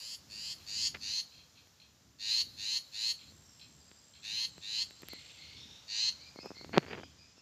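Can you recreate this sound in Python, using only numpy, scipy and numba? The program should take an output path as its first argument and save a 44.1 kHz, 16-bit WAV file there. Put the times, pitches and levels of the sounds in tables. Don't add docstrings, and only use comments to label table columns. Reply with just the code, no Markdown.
import sys
import numpy as np
from scipy import signal
from scipy.io import wavfile
from scipy.ndimage import uniform_filter1d
from numba import njit

SR = 44100
rng = np.random.default_rng(int(sys.argv[2]) if len(sys.argv) > 2 else 0)


def generate_wav(sig):
    pcm = np.round(np.clip(np.atleast_2d(sig).T, -1, 1) * 32767).astype(np.int16)
    wavfile.write(sys.argv[1], SR, pcm)


N = 326781


def amp(db):
    return 10 ** (np.asarray(db) / 20)


def rms_one(x):
    return x / np.sqrt(np.mean(x ** 2) + 1e-20)


def in_time(rows):
    time_s, *columns = np.transpose(rows)
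    return [np.interp(np.arange(N) / SR, time_s, column) for column in columns]


def sounding(tables, fade_s=0.012):
    t = np.arange(N) / SR
    gate = 0
    for rows in tables:
        inside_s = np.minimum(t - rows[0][0], rows[-1][0] - t)
        gate = gate + np.clip(inside_s / fade_s + 1, 0, 1)
    return gate


def wander(rate_hz):
    r = np.exp(-2 * np.pi * rate_hz / SR)
    noise = rng.standard_normal(N + SR)
    return rms_one(signal.lfilter([1], [1, -2 * r, r * r], noise)[SR:])


def band(x, lo_hz, hi_hz):
    return signal.sosfilt(signal.butter(2, [lo_hz, hi_hz], "band", fs=SR, output="sos"), x)


@njit
def resonate(x, turn, r):
    y = np.zeros(len(x))
    for i in range(2, len(x)):
        drive = (1 - r * r) / 2 * (x[i] - x[i - 2])
        y[i] = drive + 2 * r * np.cos(turn[i]) * y[i - 1] - r * r * y[i - 2]
    return y


def peak(x, hz, width_hz):
    turn = 2 * np.pi * hz / SR * np.ones(N)
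    return resonate(x + 1e-18, turn, np.exp(-np.pi * width_hz / SR))


def tract(x, modes, scale=1):
    out = 0
    for place, width_hz, level_db in modes:
        hz = scale * place
        out = out + amp(level_db) * peak(peak(x, hz, width_hz), hz, width_hz)
    return out


def scold_rows(start_s, length_s, crest_db, swell_db, half_db, open_hz, crest_hz, *beak):
    open_s, open_db = 0.019, 9.5
    break_s, break_db, break_treble_db = 0.019, 16.5, 12
    fade_s, fade_db = 0.021, 6.5
    crest_s = start_s + length_s
    opened_s, opened_climb = start_s + open_s, open_s / length_s
    half_s, half_hz = (opened_s + crest_s) / 2, (open_hz + crest_hz) / 2
    broken = (*beak[:-1], beak[-1] + break_treble_db)
    return [(start_s, crest_db - swell_db - open_db, open_hz, 0, *beak),
            (opened_s, crest_db - swell_db, open_hz, opened_climb, *beak),
            (half_s, crest_db - half_db, half_hz, (1 + opened_climb) / 2, *beak),
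            (crest_s, crest_db, crest_hz, 1, *beak),
            (crest_s + break_s, crest_db - break_db, crest_hz, 1, *broken),
            (crest_s + break_s + fade_s, crest_db - break_db - fade_db, crest_hz, 1, *broken)]


def shrike():
    # (start_s, length_to_crest_s, crest_db,
    # swell_from_opening_to_crest_db, still_to_swell_half_way_db, throat_at_opening_hz, throat_at_crest_hz,
    # mouth_hz, mouth_relative_db, windpipe_relative_db, treble_relative_db)
    scold_list = [(-0.08, 0.23, -43, 10, 3, 4500, 4840, 7030, -7.5, -11, -16.5),
                  (0.299, 0.23, -39.5, 8.5, 4, 4630, 4710, 7030, -9.5, -10, -22),
                  (0.666, 0.21, -30, 14, 6.5, 4500, 4770, 6670, -8, -12.5, -26),
                  (1.013, 0.19, -33.5, 8, 3.5, 4480, 4370, 6050, -8.5, -11.5, -26),
                  (2.196, .22, -30, 13, 1.5, 4260, 4340, 6400, -12, -11.5, -26.5),
                  (2.576, 0.2, -31.5, 12, 5, 4200, 4300, 6400, -9.5, -10, -25.5),
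                  (2.929, .184, -30.5, 13.5, 4.5, 4237, 4350, 6610, -11, -11, -24.5),
                  (4.232, 0.22, -33.5, 10.5, 4, 4030, 4266, 6140, -11, -7.5, -25.5),
                  (4.618, 0.21, -32.5, 14, 5, 3930, 4500, 6430, -12, -9, -28.5),
                  (5.882, 0.21, -29.5, 12.5, 3.5, 4390, 4282, 6006, -10.5, -10.5, -35.5)]
    # (share_of_throat_hz, width_of_each_pass_hz, relative_db)
    throat_modes = [(0.982, 773, 0.52), (1.116, 895, -41)]
    # (pitch_hz, width_of_each_pass_hz, relative_db)
    windpipe_modes = [(890, 230, -21.5), (1895, 750, -18), (2685, 994, 0.5)]
    # (pitch_hz, width_of_each_pass_hz, relative_db)
    beak_modes = [(8300, 1500, -6), (10900, 1600, 0), (13800, 3500, -7)]
    pitch_start_hz, pitch_end_hz = 800, 990
    warble_start_hz, warble_end_hz = 102.17, 115.6
    warble_depth, pitch_jitter, pitch_drift = 0.14, 0.016, 0.012
    warble_db, onset_swing_db = 2.5, 5
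    breath = 0.3
    mouth_width_hz = 1330
    windpipe_rise = 0.28
    voice_top_hz = 7400

    calls = [scold_rows(*call) for call in scold_list]
    curves = in_time(np.concatenate(calls))
    level_db, throat_hz, climb, mouth_hz, mouth_db, windpipe_db, treble_db = curves

    warble_hz = warble_start_hz + (warble_end_hz - warble_start_hz) * climb
    warble_hz = warble_hz * (1 + 0.03 * wander(40))
    swing = np.sin(2 * np.pi * np.cumsum(warble_hz) / SR)
    pitch_hz = pitch_start_hz + (pitch_end_hz - pitch_start_hz) * climb
    pitch_hz = pitch_hz * (1 + warble_depth * swing + pitch_jitter * wander(264.0) + pitch_drift * wander(5.0))
    phase = 2 * np.pi * np.cumsum(pitch_hz) / SR
    pulses = rms_one(sum(np.cos(k * phase) for k in range(1, 17)))
    swing_db = (warble_db + onset_swing_db * (1 - climb) ** 2) * swing
    source = amp(swing_db) * (pulses + breath * rng.standard_normal(N))

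    voice = tract(source, throat_modes, scale=throat_hz)
    voice = voice + tract(source, [(mouth_hz, mouth_width_hz, mouth_db)])
    windpipe_scale = 1 + windpipe_rise * (climb - 0.5)
    voice = voice + amp(windpipe_db) * tract(source, windpipe_modes, scale=windpipe_scale)
    voice = signal.sosfilt(signal.butter(6, voice_top_hz, fs=SR, output="sos"), voice)
    treble = tract(source, beak_modes)
    voice = voice / np.sqrt(uniform_filter1d(voice ** 2, size=1600))
    treble = treble / np.sqrt(uniform_filter1d(treble ** 2, size=1600))
    return amp(level_db) * sounding(calls) * (voice + amp(treble_db) * treble)


def chacks():
    # (start_s, level_db)
    chack_list = [(0.583, -61), (1.322, -64), (1.3724, -64.5), (1.5544, -63), (1.8, -63.5), (3.19, -58.5),
                  (3.5963, -58.5), (4.1366, -61)]
    # (delay_s, relative_db, time_to_fall_60_db_s)
    burst_pair = [(0, 7, 0.045), (0.0165, 4, 0.35)]
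    # (pitch_hz, width_of_each_pass_hz, relative_db)
    small_throat = [(2570, 490, -6), (3240, 300, -3.5), (4160, 450, 0)]
    t = np.arange(N) / SR
    shape = np.zeros(N)
    for start_s, level_db in chack_list:
        for delay_s, burst_db, t60_s in burst_pair:
            age_s = t - start_s - delay_s
            fall_db = 60 * np.maximum(age_s, 0) / t60_s
            shape += (t >= start_s + delay_s) * amp(level_db + burst_db - fall_db)
    return shape * rms_one(tract(rng.standard_normal(N), small_throat))


def trees(x):
    tail_t60_s, tail_db = 0.29, -13.5
    slope_s, slope_db = 0.1905, -27
    t = np.arange(SR // 2) / SR
    tail = amp(tail_db) * amp(-60 * t / tail_t60_s) * np.sqrt(14 / tail_t60_s / SR)
    slope = amp(slope_db) * np.exp(-((t - slope_s) / 0.012) ** 2) * np.sqrt(40 / SR)
    echo = band((tail + slope) * rng.standard_normal(len(t)), 810, 11000)
    return signal.fftconvolve(x, echo)[:N]


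def clicks(times, dbs):
    out = np.zeros(N)
    out[np.round(np.asarray(times) * SR).astype(int)] = amp(dbs)
    return out


def struck(response, times, dbs):
    single = response(clicks([0], [0]))
    return response(clicks(times, dbs)) / np.abs(single).max()


def shell(blows):
    # (pitch_hz, relative_db, time_to_fall_60_db_s)
    shell_modes = [(153, 22.5, 0.031), (278, 29.5, 0.0089), (556, -16.5, 0.015)]
    out = 0
    for hz, level_db, t60_s in shell_modes:
        r = amp(-60 / (t60_s * SR))
        c = r * np.cos(2 * np.pi * hz / SR)
        out = out + amp(level_db) * signal.lfilter([1, -c], [1, -2 * c, r * r], blows + 1e-18)
    return band(band(out, 40, 1900), 200, 1700)


def handling():
    # (start_s, thud_peak_db, snap_peak_db, treble_tick_peak_db)
    knock_list = [(0.948, -68, -30, -66), (1.6724, -57, -55, -56), (3.322, -53.5, -54, -59),
                  (3.915, -50.5, -42.5, -70), (4.5804, -43.5, -43, -55), (4.9086, -50.5, -38.5, -50),
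                  (5.0208, -52, -43, -44), (5.086, -49, -32, -31.5), (5.1336, -37.5, -38, -37),
                  (6.3599, -40, -61, -56), (6.389, -35, -56, -74), (6.4591, -33, -49, -49),
                  (6.5055, -34.5, -62, -67), (6.5156, -37, -59, -75), (6.569, -50, -53, -66),
                  (6.612, -40.5, -60, -69), (6.6462, -36, -38.5, -63), (6.6936, -40.5, -50, -66),
                  (6.7746, -11, -52.5, -51), (6.7799, -8.5, -11, -46), (6.8839, -42, -60, -72),
                  (7.3799, -52, -68, -66.5)]
    # (start_s, length_s, thud_db, scratch_db)
    rub_list = [(0.95, .014, -56.5, -50.5), (5.026, 0.021, -57.5, -60), (6.435, 0.033, -50.5, -76),
                (6.736, 0.05, -42, -46), (6.805, .012, -57, -59), (6.831, 0.024, -51, -54.5),
                (6.868, 0.014, -54, -58), (6.898, 0.057, -48, -50), (6.959, 0.076, -54, -61)]
    grains_per_s = 350
    clump_db, spread_db = 5, 4
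    start_s, thud_db, snap_db, tick_db = np.transpose(knock_list)
    thuds = struck(shell, start_s, thud_db)
    snaps = struck(lambda x: band(band(x, 1400, 5300), 1500, 5000), start_s, snap_db)
    ticks = struck(lambda x: band(x, 11000, 14500), start_s, tick_db)

    strokes = [[(start, *dbs), (start + length, *dbs)] for start, length, *dbs in rub_list]
    rub_db, scratch_db = in_time(np.concatenate(strokes))
    chance = grains_per_s * amp(clump_db * wander(25)) / SR
    hits = rng.random(N) < chance
    strength = amp(spread_db * np.minimum(rng.exponential(1, N), 4))
    grains = hits * strength * rng.choice([-1, 1], N)
    scratch = band(band(grains, 1440, 2800), 530, 5200)
    rub = amp(rub_db) * rms_one(shell(grains)) + amp(scratch_db) * rms_one(scratch)
    return thuds + snaps + ticks + sounding(strokes, fade_s=0.0098) * rub


def far_birds():
    # (start_s, length_s, second_partial_hz, its_glide_hz, its_level_db, voice_name)
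    note_list = [(3.425, 0.21, 5740, -500, -66.5, "thin"), (3.775, 0.27, 4880, 10, -70, "thin"),
                 (5.08, 0.07, 4320, -100, -51, "full"), (5.197, 0.082, 4220, 105, -64, "full"),
                 (5.369, 0.048, 4450, -150, -54, "full"), (5.466, 0.109, 4270, 108, -58, "full"),
                 (5.549, 0.098, 3540, 105, -56.5, "high"), (5.675, 0.12, 3644, 108, -59.5, "high"),
                 (6.18, 0.1, 4235, 598, -58, "full"), (6.349, 0.035, 4260, 103, -55, "full"),
                 (6.387, 0.061, 4950, 199, -53, "full"), (6.54, 0.054, 4260, 48, -54, "full"),
                 (6.715, 0.028, 4400, 1, -51, "full"), (6.859, 0.072, 4650, 142, -61.5, "full"),
                 (6.86, 0.2, 3140, 78, -65, "thin"), (7.017, 0.026, 4920, -2, -63, "full"),
                 (7.17, 0.1, 4850, 106, -63, "full"), (7.357, 0.043, 5350, -16, -64, "full")]
    voice_kinds = {"thin": (-38, -36), "full": (-7, -25), "high": (-35, -5.5)}
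    # (time_s, level_db)
    chatter_points = [(5.06, -61), (5.522, -56), (5.86, -67.5)]
    hoarse_hz, t60_s, rasp_db = 170, 0.4, 1.5
    out = np.zeros(N)
    t = np.arange(SR // 2) / SR
    for start_s, length_s, hz, glide_hz, level_db, voice in note_list:
        first_db, third_db = voice_kinds[voice]
        fall_db = 60 * np.maximum(t - length_s, 0) / t60_s
        shape = np.minimum(t / 0.028, 1) * amp(level_db - fall_db)
        phase = 2 * np.pi * np.cumsum(hz + glide_hz * np.minimum(t / length_s, 1)) / SR
        start = round(start_s * SR)
        for share, relative_db in ((0.5, first_db), (1, 0), (1.5, third_db)):
            blur = signal.butter(2, share * hoarse_hz, fs=SR, output="sos")
            a, b = signal.sosfilt(blur, rng.standard_normal((2, len(t))))
            narrow = rms_one(a * np.cos(share * phase) + b * np.sin(share * phase))
            out[start:start + len(t)] += (amp(relative_db) * shape * narrow)[:N - start]
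    chatter_db, = in_time(chatter_points)
    wash = rms_one(band(rng.standard_normal(N), 2380, 4500)) * amp(chatter_db + 1.7 * wander(36))
    return out * amp(rasp_db * wander(73)) + sounding([chatter_points], fade_s=0.013) * wash


def insect():
    # (time_s, level_db, pitch_hz)
    insect_points = [(2.2, -80, 7250), (3.05, -71, 7350), (3.45, -68, 7540), (5.2, -66, 7540),
                     (5.41, -67, 7540), (5.45, -78, 7540)]
    width_hz, throbs_hz = 280, 76
    level_db, hz = in_time(insect_points)
    throb_phase = 2 * np.pi * np.cumsum(throbs_hz * (1 + 0.033 * wander(1.9))) / SR
    throb = np.maximum(np.sin(throb_phase) + 0.92, 0)
    tone = np.sin(2 * np.pi * np.cumsum(hz + 35 * wander(62)) / SR)
    scrape = throb * (tone + 2.3 * wander(9000))
    return amp(level_db) * sounding([insect_points], fade_s=0.03) * rms_one(peak(scrape, hz, width_hz))


def chorus():
    # (pitch_hz, width_of_each_pass_hz, level_db)
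    hiss_bands = [(5870, 170, -85), (7220, 96, -80.5)]
    out = 0
    for hz, width_hz, level_db in hiss_bands:
        level = amp(level_db + 2 * wander(1.0))
        hiss = peak(peak(rng.standard_normal(N), hz, width_hz), hz, width_hz)
        out = out + level * rms_one(hiss)
    return out


def air():
    # (pitch_hz, relative_level_db_per_hz)
    colour_points = [(15, -34), (25, -45), (70, 15), (242, 6.5), (326, 2), (560, -8), (1560, -9),
                     (2350, -12), (2990, -10), (5000, -7), (6380, -7.5), (7710, -40), (8830, -33.5),
                     (14400, -30.5), (16000, -33.5)]
    # (time_s, rumble_db, leaf_hiss_db, treble_hiss_db)
    swell_points = [(0.0, -61.5, -60, -63), (0.08, -69.5, -64.5, -77), (0.65, -63.5, -61.5, -70),
                    (1.5, -70, -66, -78), (2.23, -69.5, -69.5, -82), (2.35, -67, -64.5, -69.5),
                    (4.0, -69, -65.5, -81), (6.2, -61.5, -61.5, -78), (6.44, -70.5, -62.5, -80),
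                    (6.77, -56, -62.5, -76), (7.41, -69, -66.5, -89)]
    regions = np.zeros((3, N))
    edges_hz = 22 * 2 ** np.arange(0, 9.7, 1 / 3)
    white = rng.standard_normal((2, N))
    point_hz, point_db = np.transpose(colour_points)
    for k, (low_hz, high_hz) in enumerate(zip(edges_hz, edges_hz[1:])):
        hz = np.sqrt(low_hz * high_hz)
        region = int(hz > 400) + int(hz > 8000)
        colour_db = np.interp(np.log(hz), np.log(point_hz), point_db)
        regions[region] += amp(colour_db) * band(white[k % 2], low_hz, high_hz)
    rumble_db, leaves_db, treble_db = in_time(swell_points)
    rumble = amp(rumble_db + 3.0 * wander(2.7)) * rms_one(regions[0])
    return rumble + amp(leaves_db) * rms_one(regions[1]) + amp(treble_db) * rms_one(regions[2])


def scene():
    ground_s, ground_db = 0.0043, -7
    birds = shrike() + chacks()
    bounce = amp(ground_db) * np.roll(birds, round(ground_s * SR))
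    birds = (birds + bounce) / np.hypot(1, amp(ground_db))
    mono = birds + trees(birds) + far_birds() + insect() + chorus() + handling() + air()
    return np.array([mono, mono])


def record(dry):
    hiss_db, stop_hz = -87, 16432
    wet = dry + amp(hiss_db) * rng.standard_normal(dry.shape)
    return signal.sosfilt(signal.cheby2(12, 70, stop_hz, fs=SR, output="sos"), wet)


dry = scene()
out = record(dry)
generate_wav(out)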